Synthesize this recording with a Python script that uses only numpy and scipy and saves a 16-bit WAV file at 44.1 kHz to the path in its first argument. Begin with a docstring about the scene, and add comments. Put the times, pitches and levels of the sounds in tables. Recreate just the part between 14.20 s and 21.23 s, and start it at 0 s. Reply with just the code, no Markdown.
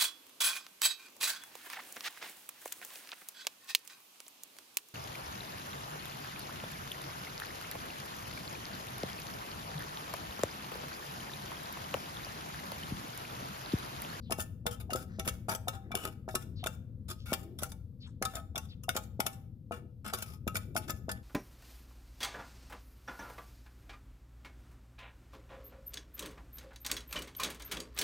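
"""Spoon and tin can

A metal spoon scoops moist food out of a hand-held tin can, heard from close by in a walled yard.
Each blow is a damped knock, padded by food, and then a clack of noisy metal contact that rings the can's modes.
Filtered noise makes the light brush after each blow, the scrapes, the wet smears and the rub of fingers.
The walls answer with a decaying noise tail; a low rumble, a faint hiss and small, buzzy bird chirps lie behind."""
import sys
import numpy as np
from scipy import signal
from scipy.fft import rfft, irfft, next_fast_len
from scipy.io import wavfile
from scipy.ndimage import uniform_filter1d, map_coordinates

SR = 44100
rng = np.random.default_rng(int(sys.argv[2]) if len(sys.argv) > 2 else 0)


def dump(signal):
    """Clip the signal to [-1, 1] and save it as 16-bit WAV at the path in sys.argv[1]."""
    limited = np.clip(np.atleast_2d(signal).T, -1, 1)
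    pcm = np.round(limited * 32767).astype(np.int16)
    wavfile.write(sys.argv[1], SR, pcm)


N = 310023

# Source levels and gains are those before the left-right balance and the band limit.
# Spoon blows on the wall: contact_s, knock_peak_db, padding (0 bare to 1 full of food),
# hiss_db, body_db, chatter_t60_s
STRIKES = [(0.107, -35.5, 0.3, -40.5, -45, .04), (0.1215, -23.5, 0.6, -32.5, -32, 0.027),
           (0.195, -27.5, .65, -49.5, -40, 0.048), (0.465, -30.5, 0.72, -32.5, -30.5, 0.039),
           (0.704, -37, .05, -45, -41, 0.09), (.7327, -29, 0.83, -35, -32.5, 0.024),
           (0.7584, -24, 0.9, -38.5, -39.5, 0.0051), (0.9953, -31, 0.83, -37, -37, 0.016),
           (1.0758, -33.5, 0.7, -32.5, -34, 0.024), (1.2929, -25.5, 0.42, -37, -36, 0.023),
           (1.482, -31, 0.19, -33.5, -34, 0.036), (1.716, -38.5, 0.44, -50, -39, 0.044),
           (1.7519, -27.5, 0.34, -31, -35, 0.014), (1.8521, -32, 0.86, -38.5, -36.5, 0.01),
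           (2.0877, -29, 0.66, -53, -40, .04), (2.152, -29.5, .65, -29.5, -32, 0.019),
           (2.44, -38, 0, -43.5, -41.5, .018), (2.4693, -24, 0.64, -35, -35.5, 0.013),
           (3.1302, -21.5, 0.8, -32.5, -36, 0.04), (3.4329, -27.5, 0.78, -31.5, -39, .01),
           (4.0246, -25, 1, -34, -32.5, 0.017), (4.052, -42, .6, -33.5, -32.5, 0.029),
           (4.3569, -42, 0.4, -39.5, -38.5, 0.044), (4.3782, -32.5, .7, -36, -41.5, 0.037),
           (4.6917, -28.5, 0.07, -31, -31, 0.0076), (4.764, -27.5, 0.67, -30.5, -33.5, 0.069),
           (5.0027, -23.5, 0.91, -31.5, -31.5, 0.016), (5.065, -36, 0.4, -31, -34.5, .016),
           (5.5186, -25.5, 0.52, -49.5, -38.5, 0.15), (5.9356, -38, 0.26, -33.5, -33, 0.011),
           (6.277, -25, 0.93, -38, -33.5, 0.016), (6.354, -38, 0.99, -37, -35, 0.035),
           (6.5638, -23.5, .45, -33.5, -32.5, 0.018), (6.704, -32.5, 0.91, -36.5, -43.5, 0.029),
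           (6.8919, -28.5, 0.84, -42, -35, 0.045)]
# Touches of the bare edge, with no push behind them: contact_s, hiss_db
EDGE_TICKS = [(1.0852, -32.5), (1.3487, -35.5), (2.461, -38.5), (3.1352, -32), (3.231, -56.5),
              (3.3875, -43.5), (3.5182, -48), (4.153, -39), (4.635, -49.5), (5.877, -44.5), (5.945, -40.5),
              (5.985, -43.5), (6.023, -37), (6.346, -46), (6.366, -33.5), (6.548, -52.5), (6.574, -35),
              (6.9145, -38)]
# Drags of the edge along the wall: start_s, end_s, hiss_db, body_db (before the scrapes' body trim)
EDGE_DRAGS = [(0.179, 0.223, -39.5, -49), (.509, .533, -47, -50), (0.598, .612, -50, -50.5),
              (0.763, 0.829, -53, -56), (1.046, 1.062, -46, -48.5), (1.283, 1.336, -42, -36),
              (1.528, 1.559, -60.5, -47), (1.757, 1.876, -49, -46), (2.081, 2.146, -57.5, -66),
              (2.882, 2.913, -43.5, -44.5), (3.056, 3.125, -50.5, -47), (3.403, 3.448, -49.5, -49),
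              (4.134, 4.193, -52, -45), (4.746, 4.745, -46.5, -41.5), (5.522, 5.582, -62, -59.5),
              (5.844, 5.914, -52.5, -44), (5.954, 6.024, -54.5, -53), (6.057, 6.148, -58.5, -57.5),
              (6.678, 6.703, -42, -39)]
# Modes of the can with its lid, before the random spread:
# frequency_hz, resonance_gain_db, t60_s
CAN_MODES = [(217, 14.5, 0.038), (372, 12.5, 0.091), (484, 14.5, 0.31), (532, 11, 0.17), (640, 14.5, 0.22),
             (651.4, 10.5, 0.049), (787, 15.5, 0.39), (872.6, 15, 0.16), (1101, 12, 0.11),
             (1273.6, 26.5, 0.13), (1400.6, 21.5, 0.045), (1447, 8, 0.034), (1758, 13, 0.24),
             (2280, 17, 0.14), (2490, -4, 0.047), (2752, 11.5, 0.09), (3460, 9, 0.059), (3550, 14, 0.018),
             (5300, 6, 0.028), (6400, -28.5, 0.06), (7235, 11, 0.0069), (9310, -1.5, 0.006),
             (11700, 3.5, 0.001), (12940, 17.5, 0.041)]
# Spectrum of the force in hard contact, before tilt: frequency_hz, gain_db
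CONTACT_SPECTRUM = [(100, 0.5), (300, -2.5), (900, 0), (2000, -5.5), (3000, 0.5), (4200, -2.5), (5000, 4),
                    (8200, -0.5), (10000, 4), (12000, -3), (15000, -1.5)]
# Moist food that smears and comes loose: start_s, swell_s, peak_db, centre_hz
FOOD_SMEARS = [(0.873, 0.095, -72, 4500), (.879, .036, -66.5, 1500), (1.62, .04, -74.5, 1600),
               (2.98, 0.024, -64.5, 4000), (3.859, 0.011, -62, 1200), (3.861, 0.014, -70, 6550)]
# Shifts of the fingers on the can: start_s, end_s, level_db (before the uneven pressure)
FINGER_SHIFTS = [(0.542, 0.951, -62), (1.552, 2.003, -59.5), (2.196, 2.392, -62.5), (3.192, 3.411, -53.5),
                 (5.546, 5.689, -57), (6.404, 6.856, -56.5)]
# Spectrum of skin on the hollow can: frequency_hz, gain_db
SKIN_SPECTRUM = [(180, -17.5), (280, 0), (370, 0.5), (480, -13.5), (650, -19.5), (1200, -51.5),
                 (3000, -81.5)]
# Chirps of the bird: start_s, length_s, peak_db
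BIRD_CHIRPS = [(0.009, 0.11, -63.5), (2.354, 0.096, -54.5), (3.799, 0.085, -53.5), (4.483, 0.068, -55)]
# Decay of the yard's answer: frequency_hz, t60_s
YARD_DECAY = [(200, 1), (1000, 0.47), (4000, 0.41), (10000, 0.33), (15000, 0.47)]
# Swell of the rumble, before its lift: time_s, level_db
RUMBLE_SWELL = [(0.0, -45.5), (0.51, -48), (1.17, -46.5), (1.8, -49.5), (2.41, -46), (3.33, -49.5),
                (4.89, -49), (5.97, -53.5), (6.34, -46), (7.03, -47.5)]
# Spectrum of the rumble: frequency_hz, gain_db
RUMBLE_SPECTRUM = [(20, -18), (45, -10.5), (72, 0.5), (107, 1.5), (150, -7.5), (220, -8), (320, -22.5),
                   (420, -31.5), (500, -24), (700, -55), (1200, -52), (2000, -63.5), (3300, -110)]
# Spectrum of the faint hiss: frequency_hz, gain_db
AIR_SPECTRUM = [(500, 15), (1500, -9.5), (4000, -3), (7000, -10.5), (11000, -6.5), (13000, -0.5),
                (16000, -13.5)]
# Lag at the left port, which follows the can as the hand moves it: time_s, lag_ms
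PORT_LAG = [(0, 0.2), (1.8, 0.19), (3.3, .115), (7, 0.19)]
# Difference in level between the ports: frequency_hz, left_minus_right_db
PORT_BALANCE = [(100, 6.5), (300, 3.5), (750, 4), (2000, 4.5), (5000, 4), (9000, 3), (15000, 0)]

SPLIT_HZ = 2400  # hollow body below, bright hiss above
TOP_HZ = 15400  # band limit
KNOCK_LEAD_S = 0.0085  # the knock starts this long before the metal touches

# Padding lowers the push and smothers the hollow swing (levels relative to the push).
BARE_HZ, PADDED_HZ, PADDING_POWER = 719, 430, 3.0
BARE_HOLLOW_DB, PADDED_HOLLOW_DB = 18, -24.5

# Harder contacts are brighter: hiss level with no tilt; dB per octave for each dB above it.
NEUTRAL_DB, BRIGHTER_PER_DB = -29, 0.1
# Ticks: chatter decay; body relative to hiss; dB per octave.
TICK_T60_S, TICK_BODY_DB, TICK_TILT_DB = 0.035, -7, 1
SCRAPE_TILT_DB = 1.1  # dB per octave

# The brush after a blow: delay and length; levels relative to the blow, before the scrapes' body trim.
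BRUSH_AFTER_S, BRUSH_S = 0.054, 0.024
BRUSH_HISS_DB, BRUSH_BODY_DB = -27, -27.5


def knocks(cycles=0.31, hollow_t60=0.057):
    """Impulse and damped oscillation: the loaded spoon pushes the wall in and it swings against the food."""
    out, t = np.zeros((2, N)), contact_time()
    for contact_s, peak_db, padding, *_ in STRIKES:
        hz = BARE_HZ + (PADDED_HZ - BARE_HZ) * padding ** PADDING_POWER
        hollow_db = BARE_HOLLOW_DB + (PADDED_HOLLOW_DB - BARE_HOLLOW_DB) * padding
        u = (t * hz - 2 * cycles) / cycles
        push = can(u * np.exp(-u ** 2))
        onset = 1 - np.exp(-t * hz)
        swing = -np.sin(2 * np.pi * hz * t) * amp(-60 * t / hollow_t60) * onset
        sound = push / np.abs(push).max() + amp(hollow_db) * swing
        add(out, contact_s - KNOCK_LEAD_S, amp(peak_db) * sound / np.abs(sound).max())
    return out


def clacks(settle_db=-14, settle_t60=0.082, rise=0.00058, graze_db=-14, graze=0.0022):
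    """Impact noise with two decays: bare metal grazes, hits, chatters and settles."""
    lead = 0.008  # seconds of graze before the hit
    out, t = np.zeros((2, N)), contact_time() - lead
    after = np.maximum(t, 0)
    for contact_s, hiss_db, body_db, t60, tilt_db in metal_contacts():
        decay = amp(-60 * after / t60) + amp(settle_db - 60 * after / settle_t60)
        hit = decay * (1 - np.exp(-after / rise))
        envelope = hit + amp(graze_db) * np.exp(-np.abs(t) / graze)
        sound = rasp(envelope, 0.0097, hiss_db, body_db, tilt_db, rough=0.3)
        add(out, contact_s - lead, sound)
    return out


def metal_contacts():
    """Contact stiffening, harder is brighter: contact_s, hiss_db, body_db, t60_s, tilt in dB per octave."""
    blows = [(s, hiss, body, t60, BRIGHTER_PER_DB * (hiss - NEUTRAL_DB))
             for s, _, _, hiss, body, t60 in STRIKES]
    ticks = [(s, db, db + TICK_BODY_DB, TICK_T60_S, TICK_TILT_DB) for s, db in EDGE_TICKS]
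    return blows + ticks


def scrapes(body_trim_db=-1, rise=0.0038, release_t60=0.08, judder_db=3, pressure_db=2):
    """Stick-slip friction: the edge catches and slips on the tin as the hand's pressure wavers."""
    out, t = np.zeros((2, N)), contact_time()
    for start, end, hiss_db, body_db in drags():
        length = max(end - start, 0.005)
        release = amp(-60 * np.maximum(t - length, 0) / release_t60)
        stroke = (1 - np.exp(-t / rise)) * release
        judder = judder_db * flutter(len(t), rate=200)
        pressure = pressure_db * flutter(len(t), rate=45)
        envelope = stroke * amp(judder + pressure)
        sound = rasp(envelope, length, hiss_db, body_db + body_trim_db, SCRAPE_TILT_DB, rough=0.11)
        add(out, start, sound)
    return out


def drags():
    """Elastic rebound: to the scrapes it adds a light brush as the spoon springs back after each blow."""
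    brushes = []
    for contact_s, _, _, hiss_db, body_db, _ in STRIKES:
        start = contact_s + BRUSH_AFTER_S
        brushes.append((start, start + BRUSH_S, hiss_db + BRUSH_HISS_DB, body_db + BRUSH_BODY_DB))
    return list(EDGE_DRAGS) + brushes


def rasp(envelope, length, hiss_db, body_db, tilt_db, rough, apart=1.0, spot_db=3.0):
    """Rough contact as a noise force on a resonator; body and hiss get the energy of their rms over length."""
    n = len(envelope)
    grit = np.exp(rough * flutter(n, rate=900)) * rng.standard_normal((2, n))
    # The spot touched favours some bands of the wall and misses others.
    bands = np.arange(0, TOP_HZ, 400)
    spot = spot_db * rng.standard_normal(len(bands)) * (bands > SPLIT_HZ / 2)

    def colour(hz):
        tilt = tilt_db * np.log2(np.maximum(hz / SPLIT_HZ, 1))
        gain = amp(along(CONTACT_SPECTRUM, hz) + np.interp(hz, bands, spot) + tilt)
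        # Short waves reach the two ports less alike.
        return gain * [np.ones_like(hz), apart * hz / (hz + SPLIT_HZ)]

    mid, side = filtered(envelope * grit, colour)
    sound = can(np.array([mid + side, mid - side]))
    out = 0
    for kind, db in (("low", body_db), ("high", hiss_db)):
        band = signal.sosfilt(signal.butter(4, SPLIT_HZ, kind, fs=SR, output="sos"), sound)
        out = out + amp(db) * unit(band) * np.sqrt(length * SR / n)
    return out


def can(force, vary_db=5.5, damp=0.24, detune=0.013, skew=0.43,
        sheet_db=7, sheet_t60=0.045, sheet_skew=0.87, count=26):
    """Modal superposition: direct force plus modes; spot, pressure and grip vary strength, pitch and life."""
    t = contact_time()
    strength_chance, skew_chance, pitch_chance, life_chance = rng.standard_normal((4, len(CAN_MODES) + count))
    # The thin sheet has too many high modes to list: each contact wakes a different handful.
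    sheet_hz = rng.uniform(1500, TOP_HZ, count)
    sheet = np.column_stack([sheet_hz, np.full(count, sheet_db), np.full(count, sheet_t60)])
    hz, db, t60 = np.vstack([CAN_MODES, sheet]).T
    hz = hz * (1 + detune * pitch_chance)
    # Scaling by the decay rate makes each level a gain at resonance.
    strength = 2 * np.log(1000) / (t60 * SR) * amp(db + vary_db * strength_chance)
    t60 = t60 * np.exp(-damp * np.abs(life_chance))
    # Each mode radiates with its own opposite phase shifts at the two ports.
    phase = skew_chance * np.where(hz < SPLIT_HZ, skew, sheet_skew)
    ports = np.exp(1j * np.outer([1, -1], phase))
    ring = np.zeros((2, len(t)))
    ring[:, 0] = 1  # the force heard directly
    for gain, f, life in zip((strength * ports).T, hz, t60):
        u = t[:int(life * SR)]
        mode = np.exp((2j * np.pi * f - np.log(1000) / life) * u)
        ring[:, :len(u)] += np.outer(gain, mode).real
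    return signal.fftconvolve(np.atleast_2d(force), ring, axes=1)[:, :len(t)]


def food(octaves=0.54):
    """Band-limited crackle: each smear is a soft squelch that swells and fades."""
    out, t = np.zeros((2, N)), contact_time()
    for start, swell, peak_db, centre in FOOD_SMEARS:
        crackle = rng.standard_normal(len(t)) * np.exp(0.5 * flutter(len(t), rate=850))
        wet = unit(filtered(crackle, lambda hz: 1 / (1 + (np.log2((hz + 1) / centre) / octaves) ** 4)))
        envelope = t / swell * np.exp(1 - t / swell)
        add(out, start, amp(peak_db) * wet * envelope)
    return out


def fingers(uneven_db=3):
    """Soft friction as dull noise: skin rubs unevenly on the hollow can."""
    out = np.zeros((2, N))
    for start, end, db in FINGER_SHIFTS:
        n = int((end - start) * SR)
        rub = unit(filtered(rng.standard_normal(n), lambda hz: amp(along(SKIN_SPECTRUM, hz))))
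        level = amp(db + uneven_db * flutter(n, rate=22))
        add(out, start, rub * signal.windows.tukey(n) * level)
    return out


def bird(high_hz=4700, low_hz=3000, buzz_hz=550):
    """Frequency modulation: random pitch jitter makes faint chirps buzz as they slide down."""
    out, t = np.zeros((2, N)), contact_time()
    for start, length, peak_db in BIRD_CHIRPS:
        u = np.clip(t / length, 0, 1)
        buzz = unit(uniform_filter1d(rng.standard_normal(len(t)), size=20))
        hz = high_hz + (low_hz - high_hz) * u + buzz_hz * buzz
        tone = np.sin(2 * np.pi * np.cumsum(hz) / SR)
        add(out, start, amp(peak_db) * np.sin(np.pi * u) * tone)
    return out


def yard(x, wet_db=-17.0, build=0.002, apart=0.97):
    """Diffuse reverberation: noise tails decay by band, drawn anew each third of a second as the can moves."""
    block, out = len(contact_time()), np.zeros((2, N))
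    for start in range(0, N, block):
        hz, s, z = signal.stft(noise_pair(SR // 2, apart), SR, nperseg=256)
        decay = amp(-60 * s / along(YARD_DECAY, hz)[:, None])
        tail = signal.istft(z * decay * (1 - np.exp(-s / build)), SR, nperseg=256)[1]
        tail = tail / np.linalg.norm(tail[0])
        answer = signal.fftconvolve(x[:, start:start + block], tail, axes=1)[:, :N - start]
        out[:, start:start + answer.shape[1]] += answer
    return amp(wet_db) * out


def background(rumble_lift_db=2, air_db=-82):
    """Shaped random noise: a low outdoor rumble swells and sinks under a faint, wavering hiss."""
    level = np.interp(np.arange(N) / SR, *np.transpose(RUMBLE_SWELL))
    rumble = unit(filtered(noise_pair(N, apart=0.13), lambda hz: amp(along(RUMBLE_SPECTRUM, hz))))
    air = unit(filtered(noise_pair(N, apart=0.27), lambda hz: amp(along(AIR_SPECTRUM, hz))))
    air_level = air_db + 2 * flutter(N, rate=2.1)
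    return amp(level + rumble_lift_db) * rumble + amp(air_level) * air


def add(track, s, sound):
    """Superposition with arrival lag: mix a sound in at s seconds, a little later at the left port."""
    lag = np.interp(s, *np.transpose(PORT_LAG)) / 1000
    pair = np.broadcast_to(sound, (2, sound.shape[-1]))
    for port, part, late in zip(track, pair, (round(lag * SR), 0)):
        start = round(s * SR) + late
        port[start:start + len(part)] += part[:N - start]


def noise_pair(n, apart):
    """Partial coherence: two noises share a middle and oppose in a side part scaled by apart."""
    mid, side = rng.standard_normal((2, n))
    return unit(np.array([mid + apart * side, mid - apart * side]))


def flutter(n, rate):
    """Slow random modulation: a smooth curve through rate random knots a second."""
    return map_coordinates(rng.standard_normal(SR // 20), [np.arange(n) * rate / SR], mode="wrap")


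def filtered(x, response):
    """Linear filtering: multiply the spectrum of x by a response of frequency."""
    n = x.shape[-1]
    m = next_fast_len(n + 4096)
    return irfft(rfft(x, m) * response(np.fft.rfftfreq(m, 1 / SR)), m)[..., :n]


def along(points, hz):
    """Logarithmic pitch: read (frequency_hz, value) points on a log frequency axis."""
    f, v = np.transpose(points)
    return np.interp(np.log(hz + 1), np.log(f), v)


def contact_time():
    """Finite decay: a time axis in seconds that holds one contact, a third of a second long."""
    return np.arange(SR // 3) / SR


def amp(db):
    """Level law: decibels to amplitude gain."""
    return 10 ** (np.asarray(db) / 20)


def unit(x):
    """Normalised power: x at rms 1."""
    return x / np.sqrt(np.mean(x ** 2) + 1e-20)


def scene():
    """Superposition of all sources, with the level balance between the ports set by frequency."""
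    near = knocks() + clacks() + scrapes() + food() + fingers() + bird()
    sides = np.array([[0.5], [-0.5]])  # half the difference each way
    return filtered(near + yard(near) + background(), lambda hz: amp(sides * along(PORT_BALANCE, hz)))


def record(dry):
    """Band limitation: a steep low-pass at TOP_HZ, with nothing left from 16800 Hz up."""
    return filtered(dry, lambda hz: (hz < 16800) / np.sqrt(1 + (hz / TOP_HZ) ** 120))


dry = scene()
out = record(dry)
dump(out)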